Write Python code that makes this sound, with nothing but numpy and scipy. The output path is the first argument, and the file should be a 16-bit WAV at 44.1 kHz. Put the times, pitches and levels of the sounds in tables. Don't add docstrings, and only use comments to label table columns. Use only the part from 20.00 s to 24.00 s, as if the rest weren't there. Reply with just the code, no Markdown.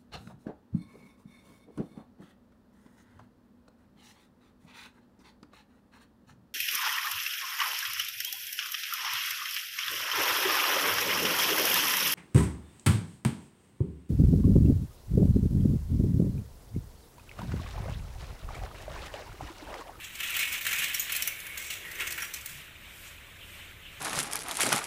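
import sys
import numpy as np
from scipy import signal
from scipy.fft import rfft, irfft, next_fast_len
from scipy.io import wavfile
from scipy.ndimage import map_coordinates

SR = 44100
rng = np.random.default_rng(int(sys.argv[2]) if len(sys.argv) > 2 else 0)


def bounce(signal):
    frames = np.transpose(np.atleast_2d(signal))
    limited = np.clip(frames, -1, 1)
    pcm = np.round(limited * 32767).astype(np.int16)
    wavfile.write(sys.argv[1], SR, pcm)


N = 176400


def amp(db):
    return 10 ** (np.asarray(db) / 20)


def unit(x):
    return x / np.sqrt(np.mean(x ** 2) + 1e-20)


def along(points, hz):
    freqs, values = np.transpose(points)
    return np.interp(np.log(hz + 1), np.log(freqs + 1), values)


def curves(rows):
    times, *columns = np.transpose(rows)
    return [np.interp(np.arange(N) / SR, times, column) for column in columns]


def wobble(rate):
    return map_coordinates(rng.standard_normal(N // 50), [np.arange(N) * rate / SR + 2], mode="wrap")


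def swelling(s, width_s, db):
    return amp(db) * np.exp(-.5 * ((np.arange(N) / SR - s) / width_s) ** 2)


def fade(t, t60):
    return np.exp(-np.log(1000) * t / t60)


def add(track, s, sound):
    part = track[max(0, round(s * SR)):][:len(sound)]
    part += sound[:len(part)]


def filtered(x, response):
    size = next_fast_len(N + SR // 2)
    return irfft(rfft(x, size) * response(np.fft.rfftfreq(size, 1 / SR)), size)[:N]


def noise(spectrum):
    return unit(filtered(rng.standard_normal(N), lambda hz: amp(along(spectrum, hz))))


def rough_tone(hz, width_hz):
    phase = 2 * np.pi * np.cumsum(hz * np.ones(N)) / SR
    return unit(wobble(width_hz) * np.cos(phase) + wobble(width_hz) * np.sin(phase))


def ring(modes, t):
    return sum(amp(db + rng.standard_normal()) * fade(t, t60)
               * np.sin(2 * np.pi * (hz * t + rng.random())) for hz, db, t60 in modes)


def patchy(x, depth_db=2, patch_hz=278.5, patch_s=.015):
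    hz, t, spectra = signal.stft(x, SR, nperseg=512)
    where = np.meshgrid(hz / patch_hz, t / patch_s, indexing="ij")
    patches = map_coordinates(rng.standard_normal(spectra.shape), where, mode="wrap")
    return signal.istft(spectra * amp(depth_db * patches), SR, nperseg=512)[1][:N]


def grains(rate, spectrum, spread_db=3):
    hits = (rng.random(N) < rate / SR) * rng.choice([-1, 1], N)
    hits = hits * amp(spread_db * rng.standard_normal(N))
    size = 2048
    cepstrum = irfft(np.log(amp(along(spectrum, np.fft.rfftfreq(size, 1 / SR)))))
    body = irfft(np.exp(rfft(2 * cepstrum[:size // 2], size)))
    return unit(patchy(signal.fftconvolve(hits, body)[:N]))


# (time [s], panel level [dB], grit level [dB])
ROLL_LEVELS = [(0, -46.5, -52), (.07, -44, -51.5), (.13, -55, -50), (.18, -45, -47.5), (.24, -34.5, -37.5),
               (.33, -36, -41.5), (.42, -31.5, -35), (.5, -39.5, -39), (.55, -30.5, -36), (.6, -43.5, -44),
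               (.635, -45, -41), (.68, -35, -37), (.84, -33.5, -35), (.92, -36, -42), (.97, -36.5, -37),
               (1.03, -41.5, -40), (1.08, -38.5, -44.5), (1.13, -36, -35.5), (1.2, -37, -42),
               (1.29, -41.5, -39.5), (1.35, -45.5, -48), (1.54, -47, -66), (1.6, -41, -41),
               (1.69, -46.5, -45), (1.74, -38, -39.5), (1.82, -51, -53.5), (1.9, -46, -53),
               (1.97, -42.5, -49), (2.02, -34.5, -41), (2.16, -43.5, -45.5), (2.24, -40.5, -43.5),
               (2.32, -56, -50.5), (2.37, -42, -42), (2.44, -59, -55), (2.49, -51.5, -45.5),
               (2.6, -50.5, -52), (2.7, -61, -71), (2.85, -83, -82)]
# (time [s], frequency [Hz], level against the panel [dB])
WHEEL_RESONANCE = [(.21, 2650, -10), (.45, 2550, -7.5), (.71, 2180, -22), (.9, 2650, -24), (1.27, 2500, -6),
                   (1.34, 2230, -5), (1.66, 2200, -5), (1.71, 2780, -3), (1.79, 2600, -21), (1.85, 1870, 1),
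                   (2.02, 2230, -16), (2.22, 1800, -13), (2.39, 2440, -25)]
# (frequency [Hz], level [dB])
PANEL_COLOUR = [(100, -21), (800, -19), (1100, -10), (1400, -7), (1800, 1), (2300, 1.5), (2900, 1.5),
                (3400, -2.5), (4100, -8), (4800, -41), (16000, -44)]
GRIT_COLOUR = [(1000, -18), (3500, 0), (4800, -4), (5900, 0), (6900, -1), (7900, 1.5), (9600, -5),
               (11000, -2), (12400, -2.5), (13500, -2), (15500, 1.5)]


def rolling(grains_per_s=5000, judder_hz=111):
    panel_db, grit_db = curves(ROLL_LEVELS)
    wheel_hz, wheel_db = curves(WHEEL_RESONANCE)
    judder = wobble(judder_hz)
    shake = amp(panel_db + 0.93 * judder)
    wheels = shake * amp(wheel_db) * rough_tone(wheel_hz, width_hz=220)
    panel = grinding(shake * grains(grains_per_s, PANEL_COLOUR))
    grit = amp(grit_db + 2 * judder) * grains(grains_per_s, GRIT_COLOUR)
    return panel + wheels + grit


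def grinding(x, rest_hz=2480, follow=0.49, width_octaves=0.33):
    hz, t, spectra = signal.stft(x, SR, nperseg=512)
    hz = hz[:, None] + 1
    wheel_hz = np.interp(t, *np.transpose(WHEEL_RESONANCE)[:2])
    slide_db = along(PANEL_COLOUR, hz * (rest_hz / wheel_hz) ** follow) - along(PANEL_COLOUR, hz)
    peak_db = -4 + 3 * np.exp(-.5 * (np.log2(hz / wheel_hz) / width_octaves) ** 2)
    return signal.istft(spectra * amp(slide_db + peak_db), SR, nperseg=512)[1][:N]


# (frequency [Hz], level [dB], t60 [s])
SHEET_MODES = [(1380, 11, 0.34), (1700, 6, 0.32), (1880, 3, 0.41), (2210, 20.5, 0.31), (2610, 15, 0.22),
               (2835, 11.5, 0.17), (3190, 9, 0.32), (3419, 2, 0.27)]


def sheet(shaking):
    ringing = signal.fftconvolve(shaking, ring(SHEET_MODES, np.arange(SR // 3) / SR))[:N]
    return amp(-19.5) * np.std(shaking) * unit(ringing)


# (frequency [Hz], t60 [s])
ALLEY_DECAY = [(200, 1), (2500, 0.33), (8000, 0.2), (15000, 0.26)]


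def walls(x):
    hz, t, spectra = signal.stft(rng.standard_normal(SR // 2), SR, nperseg=256)
    tail = signal.istft(spectra * fade(t, along(ALLEY_DECAY, hz)[:, None]), SR, nperseg=256)[1]
    response = np.pad(tail, (SR // 200, 0)) / np.linalg.norm(tail)
    return amp(-10) * signal.fftconvolve(x, response)[:N]


# (frequency [Hz], level [dB])
RUMBLE_COLOUR = [(20, -3), (70, 1.5), (170, -3), (250, -8), (470, -13.5), (545, -15.5), (572, -3.5),
                 (605, -18.5), (675, -11), (760, -19.5), (1500, -14), (4000, -24), (16000, -67)]
DEEP_COLOUR = [(20, -11), (35, 9), (52, -9), (66, 8), (86, 4.5), (120, -6), (200, -38), (600, -64)]
# (time [s], level [dB])
DEEP_RISE = [(0, -64), (2.3, -60), (3.202, -56), (4, -56.5)]


def rumble():
    return amp(-57.5) * noise(RUMBLE_COLOUR) + amp(curves(DEEP_RISE)[0]) * noise(DEEP_COLOUR)


# (time [s], level [dB])
RUSTLE_COLOUR = [(300, -18), (800, -11), (1200, -6), (1700, -1.5), (2300, 2.5), (2900, -0.5), (3700, -4),
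                 (4700, -17), (8000, -13.5), (16000, -30.5)]
RUSTLE_COURSE = [(0, -50.5), (2.6, -49), (2.74, -53), (2.87, -49.5), (3, -52), (3.07, -48), (3.16, -51.5),
                 (3.39, -52.5), (3.62, -48.5), (3.79, -54), (4, -49.5)]


def rustle():
    return amp(curves(RUSTLE_COURSE)[0] + 0.53 * wobble(60)) * unit(patchy(noise(RUSTLE_COLOUR)))


# (frequency [Hz], level [dB])
HISS_COLOUR = [(2000, -37), (4700, 2), (6400, -2), (8500, 6), (9700, 1), (11000, 3.5), (14000, 4),
               (15500, 0)]
AIR_COLOUR = [(2000, -29), (5000, -15), (8300, 1), (10400, -13), (10950, -1), (11800, -9), (13400, 8),
              (13900, 4)]


def hiss(period_s=0.515, width_s=0.095, last_full_crest_s=3.033, fade_db_per_s=8.5):
    t = np.arange(N) / SR - last_full_crest_s
    from_crest = (t + period_s / 2) % period_s - period_s / 2
    swell = np.exp(-.5 * (from_crest / width_s) ** 2)
    level = amp(-52.5 - fade_db_per_s * np.maximum(t, 0))
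    return swell * level * noise(HISS_COLOUR) + amp(-61.5) * noise(AIR_COLOUR)


# (time [s], panel level [dB], steel level [dB], length [s], extra top treble [dB])
GATE_JOLTS = [(0.042, -43, -36.5, 0.0051, -8), (0.151, -38.5, -36.5, 0.0054, -7),
              (0.201, -30, -31.5, 0.0062, -3), (0.23, -33, -34, .004, -1), (.301, -33, -33.5, 0.0054, 2),
              (.339, -32, -33, 0.013, -6), (0.364, -33, -28, 0.0062, 1), (.390, -27, -22.5, 0.0027, -3),
              (0.405, -35, -43, 0.004, -4), (0.427, -30.5, -32.5, .007, -3), (0.473, -35, -43, 0.0056, -3),
              (0.524, -41, -29, .005, 1.5), (0.608, -34, -35, 0.0084, 0), (0.649, -30, -30, 0.0058, -3),
              (0.664, -26, -26, 0.0095, -3.5), (.707, -32, -31, 0.014, -4), (.728, -25, -23, 0.0046, -3.5),
              (0.784, -31, -32, 0.014, -0.5), (0.816, -30, -36, 0.023, -2), (0.84, -34, -26, 0.0047, -6),
              (0.896, -31.5, -35, .002, 0), (.932, -46, -32, .003, 0), (0.942, -31.5, -25, 0.0074, -0.5),
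              (0.998, -40, -26, 0.0053, -3), (1.094, -32.5, -36, 0.011, -3), (1.119, -32, -26.5, 0.0067, 1),
              (1.147, -35.5, -31.5, 0.011, -3), (1.162, -50, -27, 0.006, 2.5),
              (1.22, -31.5, -24, 0.0063, 0.5), (1.272, -31, -26, 0.0065, 4.5),
              (1.399, -39.5, -35.5, 0.0038, -1), (1.465, -36.5, -39, 0.0051, 3),
              (1.573, -36, -30.5, 0.0084, -4.5), (1.701, -34, -28.5, 0.0092, -9),
              (1.848, -36.5, -52, 0.0052, 2), (1.912, -47, -37, 0.0049, -2.5),
              (1.997, -33, -32.5, 0.013, -11), (2.017, -31, -38, 0.0031, -2),
              (2.068, -36, -31.5, 0.013, -7), (2.104, -40, -30.5, 0.007, -5),
              (2.12, -39, -28.5, 0.0065, -4), (2.176, -32, -39.5, 0.016, -2),
              (2.221, -31.5, -35.5, 0.0098, -2), (2.244, -39, -41, 0.011, -5),
              (2.336, -40.5, -29, 0.0094, -4), (2.457, -44.5, -32, 0.0056, 0)]
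# (frequency [Hz], level [dB])
CHATTER_COLOUR = [(1000, -18.5), (3000, -24), (4200, 1), (4800, -6), (5800, -1), (7000, 0.5), (8100, 0),
                  (9300, -4), (11300, 3), (12600, 0.5), (14300, 3.5), (15500, 3)]
JOLT_RISE_S = 0.0033


def jolts(grains_per_s=12000, top_treble_hz=9600):
    t = np.arange(SR // 8) / SR
    panel, steel, top = np.zeros((3, N))
    for s, panel_db, steel_db, length, top_db in GATE_JOLTS:
        rise = np.minimum(t / JOLT_RISE_S, 1)
        after = np.maximum(t - length, 0)
        contact = rise * fade(after, t60=0.039)
        add(panel, s, amp(panel_db) * rise * fade(after, t60=0.068))
        add(steel, s, amp(steel_db) * contact)
        add(top, s, amp(steel_db + top_db) * contact)
    chatter = grains(grains_per_s, CHATTER_COLOUR)
    treble = filtered(chatter, lambda hz: hz > top_treble_hz)
    rattle = amp(-1.5) * grinding(panel * grains(grains_per_s, PANEL_COLOUR))
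    return rattle + steel * (chatter - treble) + top * treble


def knocks(spread_db=7):
    t, track = np.arange(SR // 8) / SR, np.zeros(N)
    shape = np.minimum(t / JOLT_RISE_S, 1) * fade(t, t60=0.12)
    for s, panel_db, *_ in GATE_JOLTS:
        modes = [(hz, db + spread_db * rng.standard_normal(), t60) for hz, db, t60 in SHEET_MODES]
        norm = np.linalg.norm([amp(db) for _, db, _ in modes])
        add(track, s, amp(panel_db - 2.5) * shape * ring(modes, t) / norm)
    return track


# (frequency [Hz], level [dB])
STEEL_RUBS = [(.055, 0.013, -49), (1.69, 0.078, -49.5), (3.075, 0.023, -56.5)]
RUBBED_MODES = [(4330, -14), (5780, 1), (6650, 2), (7620, 3.5)]


def rubs():
    singing = unit(sum(amp(db) * rough_tone(hz, width_hz=560) for hz, db in RUBBED_MODES))
    return sum(swelling(*rub) for rub in STEEL_RUBS) * singing


# (time [s], tick level [dB], tyre level [dB])
BICYCLE_PASS = [(.7, -62, -85), (1.3, -51.5, -67), (1.6, -55, -61), (1.93, -59, -60.5), (2.02, -62, -53.5),
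                (2.12, -58, -59.5), (2.45, -68, -73), (2.8, -68, -70)]
# (frequency [Hz], level [dB], t60 [s])
PAWL_MODES = [(10860, -2, 0.03), (13530, 0, 0.034)]
# (frequency [Hz], level [dB])
TYRE_COLOUR = [(100, -11), (250, -15), (340, 0.5), (480, -1.5), (600, -2), (800, -17), (2000, -25)]


def bicycle(ticks_per_s=97, detune=0.0185):
    tick_db, tyre_db = curves(BICYCLE_PASS)
    t, ticks = np.arange(SR // 20) / SR, np.zeros(N)
    for k, s in enumerate(np.arange(0, N / SR, 1 / ticks_per_s)):
        strength = amp(1.9 * (k % 2) + rng.normal(0, 1.9))
        pitch_ratio = 1 + detune * rng.standard_normal()
        add(ticks, s, strength * ring(PAWL_MODES, t * pitch_ratio))
    return amp(tick_db) * unit(ticks) + amp(tyre_db) * noise(TYRE_COLOUR)


# (time [s], level [dB], pitch [Hz])
FITTING_BLOWS = [(.946, -34.5, 5500), (1.223, -35, 5600), (1.274, -33.5, 5870), (1.955, -46.5, 6050),
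                 (2.073, -37.5, 6060), (2.22, -34.5, 5560), (2.338, -38.5, 5900)]
# (frequency [multiple of the pitch], level [dB], t60 [s])
FITTING_MODES = [(.975, -3, 0.12), (1, -2, 0.13), (1.035, 2, 0.25), (1.93, -1, .075), (1.99, -3, .088)]
# (frequency [Hz], level [dB], t60 [s])
PIN_BLOWS = [(0.996, -28)]
PIN_MODES = [(6770, -0.5, .4), (6560, -1, 0.3), (7020, -4, 0.1), (12950, -3, .08), (13400, -1, .1),
             (13884, 6, 0.17)]


def clinks(attack_s=0.00092):
    t, track = np.arange(SR // 3) / SR, np.zeros(N)
    shape = np.minimum(t / attack_s, 1) * (amp(1) * fade(t, t60=0.042) + amp(-14))
    for s, db, pitch_hz in FITTING_BLOWS:
        modes = [(pitch_hz * ratio, level, t60) for ratio, level, t60 in FITTING_MODES]
        add(track, s, amp(db) * shape * ring(modes, t))
    for s, db in PIN_BLOWS:
        add(track, s, amp(db) * shape * ring(PIN_MODES, t))
    return track


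# (frequency [Hz], level [dB])
LOW_THUD_COLOUR = [(100, -26), (155, 6), (230, -36), (900, -70)]


def thud():
    return swelling(2.56, width_s=0.046, db=-55) * noise(LOW_THUD_COLOUR)


# (frequency [Hz], level [dB])
SCUFF_SWELLS = [(3.425, 0.017, -48.5), (3.6, 0.089, -58), (3.865, 0.029, -49)]
SCUFF_COLOUR = [(1000, -30), (2200, -13), (2800, 5), (3400, -1), (4600, -26), (9000, -42)]


def scuffs():
    return sum(swelling(*scuff) for scuff in SCUFF_SWELLS) * noise(SCUFF_COLOUR)


def scene():
    gate = rolling() + jolts()
    near = gate + sheet(gate) + knocks() + clinks() + rubs() + bicycle()
    reflections = walls(near)
    background = rumble() + thud() + scuffs() + rustle() + hiss()
    return (near + reflections + background)[None]


def record(dry):
    return filtered(dry[0], lambda hz: hz < 15480)[None]


dry = scene()
out = record(dry)
bounce(out)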